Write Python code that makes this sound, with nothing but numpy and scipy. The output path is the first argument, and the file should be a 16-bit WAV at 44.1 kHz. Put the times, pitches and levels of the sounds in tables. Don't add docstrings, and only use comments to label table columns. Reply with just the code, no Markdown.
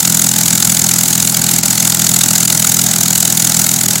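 import sys
import numpy as np
from scipy import signal
from scipy.fft import rfft, irfft
from scipy.io import wavfile
from scipy.ndimage import uniform_filter1d

SR = 44100
rng = np.random.default_rng(int(sys.argv[2]) if len(sys.argv) > 2 else 0)


def wav_out(sig):
    wavfile.write(sys.argv[1], SR, np.round(np.clip(np.atleast_2d(sig).T, -1, 1) * 32767).astype(np.int16))


N = 176400


def undb(db):
    return 10 ** (np.asarray(db) / 20)


def level(x, rms_db):
    return x * undb(rms_db) / np.sqrt(np.mean(x ** 2))


def curve(points, t):
    return np.interp(t, *np.array(points).T)


def walk(rate_hz):
    hold = int(SR / rate_hz)
    steps = np.repeat(rng.standard_normal(N // 100), hold)[:N]
    return level(uniform_filter1d(uniform_filter1d(steps, hold), hold), 0)


def bins_hz():
    return np.maximum(np.fft.rfftfreq(N, 1 / SR), 1)


def colour(points):
    hz, db = np.array(points).T
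    return undb(np.interp(np.log(bins_hz()), np.log(hz), db))


def noise(gain):
    return level(irfft(rfft(rng.standard_normal(N)) * gain, N), 0)


def even_noise(gain):
    x = noise(gain)
    return x / np.sqrt(uniform_filter1d(x ** 2, size=350) + 1e-9)


def ring(x, gain):
    cepstrum = irfft(np.log(gain), N)
    cepstrum[1:N // 2] *= 2
    cepstrum[N // 2 + 1:] = 0
    response = irfft(np.exp(rfft(cepstrum)), N)[:N // 20]
    return signal.fftconvolve(x, response)[:N]


def scatter(times, spread):
    return spread * rng.standard_normal(len(times))


def pulses(times, gains):
    inside = (times >= 0) & (times < (N - 1) / SR)
    return np.bincount((times[inside] * SR).astype(int), gains[inside], N)


def swells(times, gains, stretches, rise_s, fall_s):
    out, reach = np.zeros(N), SR // 50
    for at, gain, stretch in zip(times, gains, stretches):
        i = np.arange(max(int(at * SR) - reach, 0), min(int(at * SR) + reach, N))
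        dt = i / SR - at
        width_s = stretch * np.where(dt < 0, rise_s, fall_s)
        out[i] += gain * np.exp(-.5 * (dt / width_s) ** 2)
    return out


# (order [cycles/turn], level [dB])
ENGINE_ORDERS = [(5.55, -49), (14.55, -41), (25.65, -46)]
def engine_tones(turns, waver_rad=.6, waver_db=2.5):
    out = 0
    for order, db in ENGINE_ORDERS:
        tone = np.sin(2 * np.pi * order * turns + waver_rad * walk(6))
        out += level(tone * undb(waver_db * walk(6)), db)
    return out


# (frequency [Hz], relative density [dB])
RUMBLE_SPECTRUM = [(20, -32), (40, -29), (55, -14), (72, -8), (100, -5), (170, 0), (240, -1), (330, -5),
                   (430, -13), (550, -18), (900, -30)]
def rumble(turns, lope_db=2.2, lag_cycles=.72):
    lope = undb(lope_db * np.cos(2 * np.pi * (turns / 2 - lag_cycles)))
    return level(lope * noise(colour(RUMBLE_SPECTRUM)), rms_db=-29.5)


# (frequency [Hz], relative density [dB])
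HISS_SPECTRUM = [(100, -25), (500, -10), (630, -4), (840, -.5), (1080, -9), (1450, -5.5), (2600, -9),
                 (3300, -8), (4500, -4), (6000, -1), (7200, 2), (9000, -2), (12000, -4), (15500, -5)]
# (time [s], length [s], body gain [dB], top gain [dB])
HISS_DIPS = [(1.622, .011, -7, -22), (2.469, .010, -13, -26), (3.873, .010, -10, -24)]
def hiss(t, split_hz=8500, body_flutter_db=1.0, top_flutter_db=1.5):
    body_db, top_db = body_flutter_db * walk(50), top_flutter_db * walk(22)
    for at, length_s, body_dip_db, top_dip_db in HISS_DIPS:
        dip = np.exp(-(2 * (t - at) / length_s) ** 4)
        body_db += body_dip_db * dip
        top_db += top_dip_db * dip
    is_top = bins_hz() > split_hz
    body = noise(colour(HISS_SPECTRUM) * ~is_top) * undb(body_db)
    top = noise(colour(HISS_SPECTRUM) * is_top) * undb(top_db)
    return level(body, rms_db=-20.9) + level(top, rms_db=-22)


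# (burst delay [s], gas gain [dB], bark gain [dB], thump gain [dB], thump delay [s])
CYLINDER_TRIMS = [(-.0003, 0, -.5, 1, .0003), (.0006, -.8, -1, 0, -.0003), (-.0004, -.3, 3, -1.5, .0003),
                  (.00015, .5, 0, -1.5, -.0002), (-.0003, -.5, -.5, 1.5, .0001),
                  (.0003, .3, 0, -.5, -.0003)]
# (time [s], gain [dB])
WEAK_FIRINGS = [(.339, -3.5), (.963, -3.5), (1.059, -3.5), (1.083, -3.5), (1.107, -2.5), (1.298, -2.5),
                (1.323, -2.5), (1.394, -4.5), (1.611, -18), (1.756, -3.5), (1.972, -3.5), (2.889, -2.5),
                (3.352, -4.5), (3.764, -3.5), (3.789, -3.5), (3.983, -4.5)]
def firings(turns, per_turn=3, first_s=.0055):
    index = np.arange(int(turns[-1] * per_turn) + 1)
    times = first_s + np.interp(index / per_turn, turns, np.arange(N) / SR)
    loss_db = np.zeros(len(index))
    for at, db in WEAK_FIRINGS:
        loss_db[np.argmin(abs(times - at))] = db
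    return times, np.array(CYLINDER_TRIMS)[index % len(CYLINDER_TRIMS)], loss_db


def bounce(x, delay_s=.0075, gain=.43):
    delay = np.exp(-2j * np.pi * bins_hz() * delay_s)
    return irfft(rfft(x) * (gain + delay) / (1 + gain * delay), N)


# (frequency [Hz], relative density [dB])
THUMP_SPECTRUM = [(30, -48), (55, -31), (83, -20), (104, -10), (124, -1.5), (166, -.7), (207, -1.3),
                  (249, -8), (290, -16), (400, -28), (700, -45)]
def thumps(times, trims, loss_db, lead_s=.0068, far_db=-21, fade_db_per_s=-.35):
    thump_db, delay_s = trims[:, 3:].T
    at = times - lead_s + delay_s + scatter(times, .0002)
    near = pulses(at, undb(thump_db + .15 * loss_db + scatter(times, 1)))
    far = pulses(at + np.gradient(times) / 2, undb(far_db + scatter(times, 4)))
    beat = bounce(ring(near + far, colour(THUMP_SPECTRUM)))
    fade = undb(fade_db_per_s * np.arange(N) / SR)
    return level(beat * fade, rms_db=-21.8)


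# (frequency [Hz], rms wander [Hz], level [dB], delay [s])
EXHAUST_MODES = [(660, 40, -41, .003), (850, 40, -39.5, .003), (1460, 100, -35.5, .0012),
                 (2150, 150, -36, .001), (2950, 150, -35.5, .001), (3700, 190, -31, .0008),
                 (4290, 240, -31, .0008), (4880, 250, -30.5, .0008), (5900, 220, -30, .0008),
                 (6450, 170, -23.3, .0008), (7030, 170, -20.7, .0008), (7720, 170, -21.5, .0006),
                 (10700, 600, -25, -.0005)]
def stub_whistle(times, burst_db, bark_db, stretches, bark_hz=(3200, 5500), scatter_db=3):
    out = 0
    for centre_hz, wander_hz, mode_db, delay_s in EXHAUST_MODES:
        trim_db = bark_db * (bark_hz[0] < centre_hz < bark_hz[1])
        gains = undb(burst_db + trim_db + scatter_db * np.minimum(scatter(times, 1), 1))
        envelope = swells(times + delay_s, gains, stretches, rise_s=.0025, fall_s=.0028)
        pitch_hz = centre_hz + wander_hz * walk(130)
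        out += level(envelope * np.sin(2 * np.pi * np.cumsum(pitch_hz) / SR), mode_db)
    return out


# (frequency [Hz], relative density [dB])
GAS_SPECTRUM = [(260, -45), (450, -15), (538, -17), (614, -13), (838, -10), (1050, -18), (1430, -9),
                (1710, -16), (2130, -11), (2580, -16), (2950, -11), (3270, -14), (3630, -7), (5420, -9),
                (6280, -2), (7070, 0), (7840, -2), (8960, -8), (10900, -7), (15500, -12)]
def gas_jet(times, burst_db, bark_db, stretches, scatter_db=1.3):
    def band(low_hz, high_hz, delay_s, rise_s, fall_s, rms_db, trim_db=0):
        gains = undb(burst_db + trim_db + scatter(times, scatter_db))
        envelope = swells(times + delay_s, gains, stretches, rise_s, fall_s)
        in_band = (bins_hz() >= low_hz) & (bins_hz() < high_hz)
        return level(envelope * even_noise(colour(GAS_SPECTRUM) * in_band), rms_db)

    pop = band(520, 1150, delay_s=.003, rise_s=.004, fall_s=.0022, rms_db=-42)
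    bark = band(1150, 5500, delay_s=.0003, rise_s=.0024, fall_s=.003, rms_db=-23.4, trim_db=bark_db)
    jet = band(5500, 8500, delay_s=.0003, rise_s=.0025, fall_s=.0027, rms_db=-18.4)
    spit = band(8500, SR / 2, delay_s=-.0014, rise_s=.0018, fall_s=.0033, rms_db=-16.2)
    return pop + bark + jet + spit


# (time [s], gain [dB])
FIRING_STRENGTH = [(0.0, -1.2), (0.18, 0.9), (0.35, -0.4), (0.55, 0.2), (0.7, 0.4), (0.85, 0.7),
                   (1.05, 0.0), (1.16, 0.5), (1.35, -1.2), (1.57, 0.3), (1.8, 0.5), (2.0, 0.1), (2.3, 1.2),
                   (2.6, 0.6), (2.85, -0.1), (3.2, 0.7), (3.5, 0.7), (3.8, -0.8)]
def exhaust_bursts(times, trims, loss_db):
    delay_s, gas_db, bark_db = trims[:, :3].T
    at = times + delay_s + scatter(times, .0002)
    burst_db = gas_db + loss_db + curve(FIRING_STRENGTH, times) + scatter(times, .5)
    stretches = np.exp(scatter(times, .13))
    return gas_jet(at, burst_db, bark_db, stretches) + stub_whistle(at, burst_db, bark_db, stretches)


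# (time [s], speed [rpm])
CRANK_RPM = [(0.0, 840.1), (0.6, 833.1), (1.3, 834.4), (1.8, 829.7), (2.4, 828.7), (2.95, 827.3),
             (3.3, 818.8), (4.0, 828.8)]
def scene():
    t = np.arange(N) / SR
    turns = np.cumsum(curve(CRANK_RPM, t)) / 60 / SR
    fired = firings(turns)
    return (exhaust_bursts(*fired) + thumps(*fired) + hiss(t) + engine_tones(turns) + rumble(turns))[None]


def record(dry):
    drive_db, ceiling, low_cut_hz, high_cut_hz = .4, .93, 46, 15800
    x = dry * undb(drive_db) / ceiling
    x = ceiling * x / (1 + x ** 8) ** (1 / 8)
    x = signal.sosfilt(signal.butter(3, low_cut_hz, "high", fs=SR, output="sos"), x)
    return signal.sosfilt(signal.ellip(10, .2, 70, high_cut_hz, fs=SR, output="sos"), x)


dry = scene()
out = record(dry)
wav_out(out)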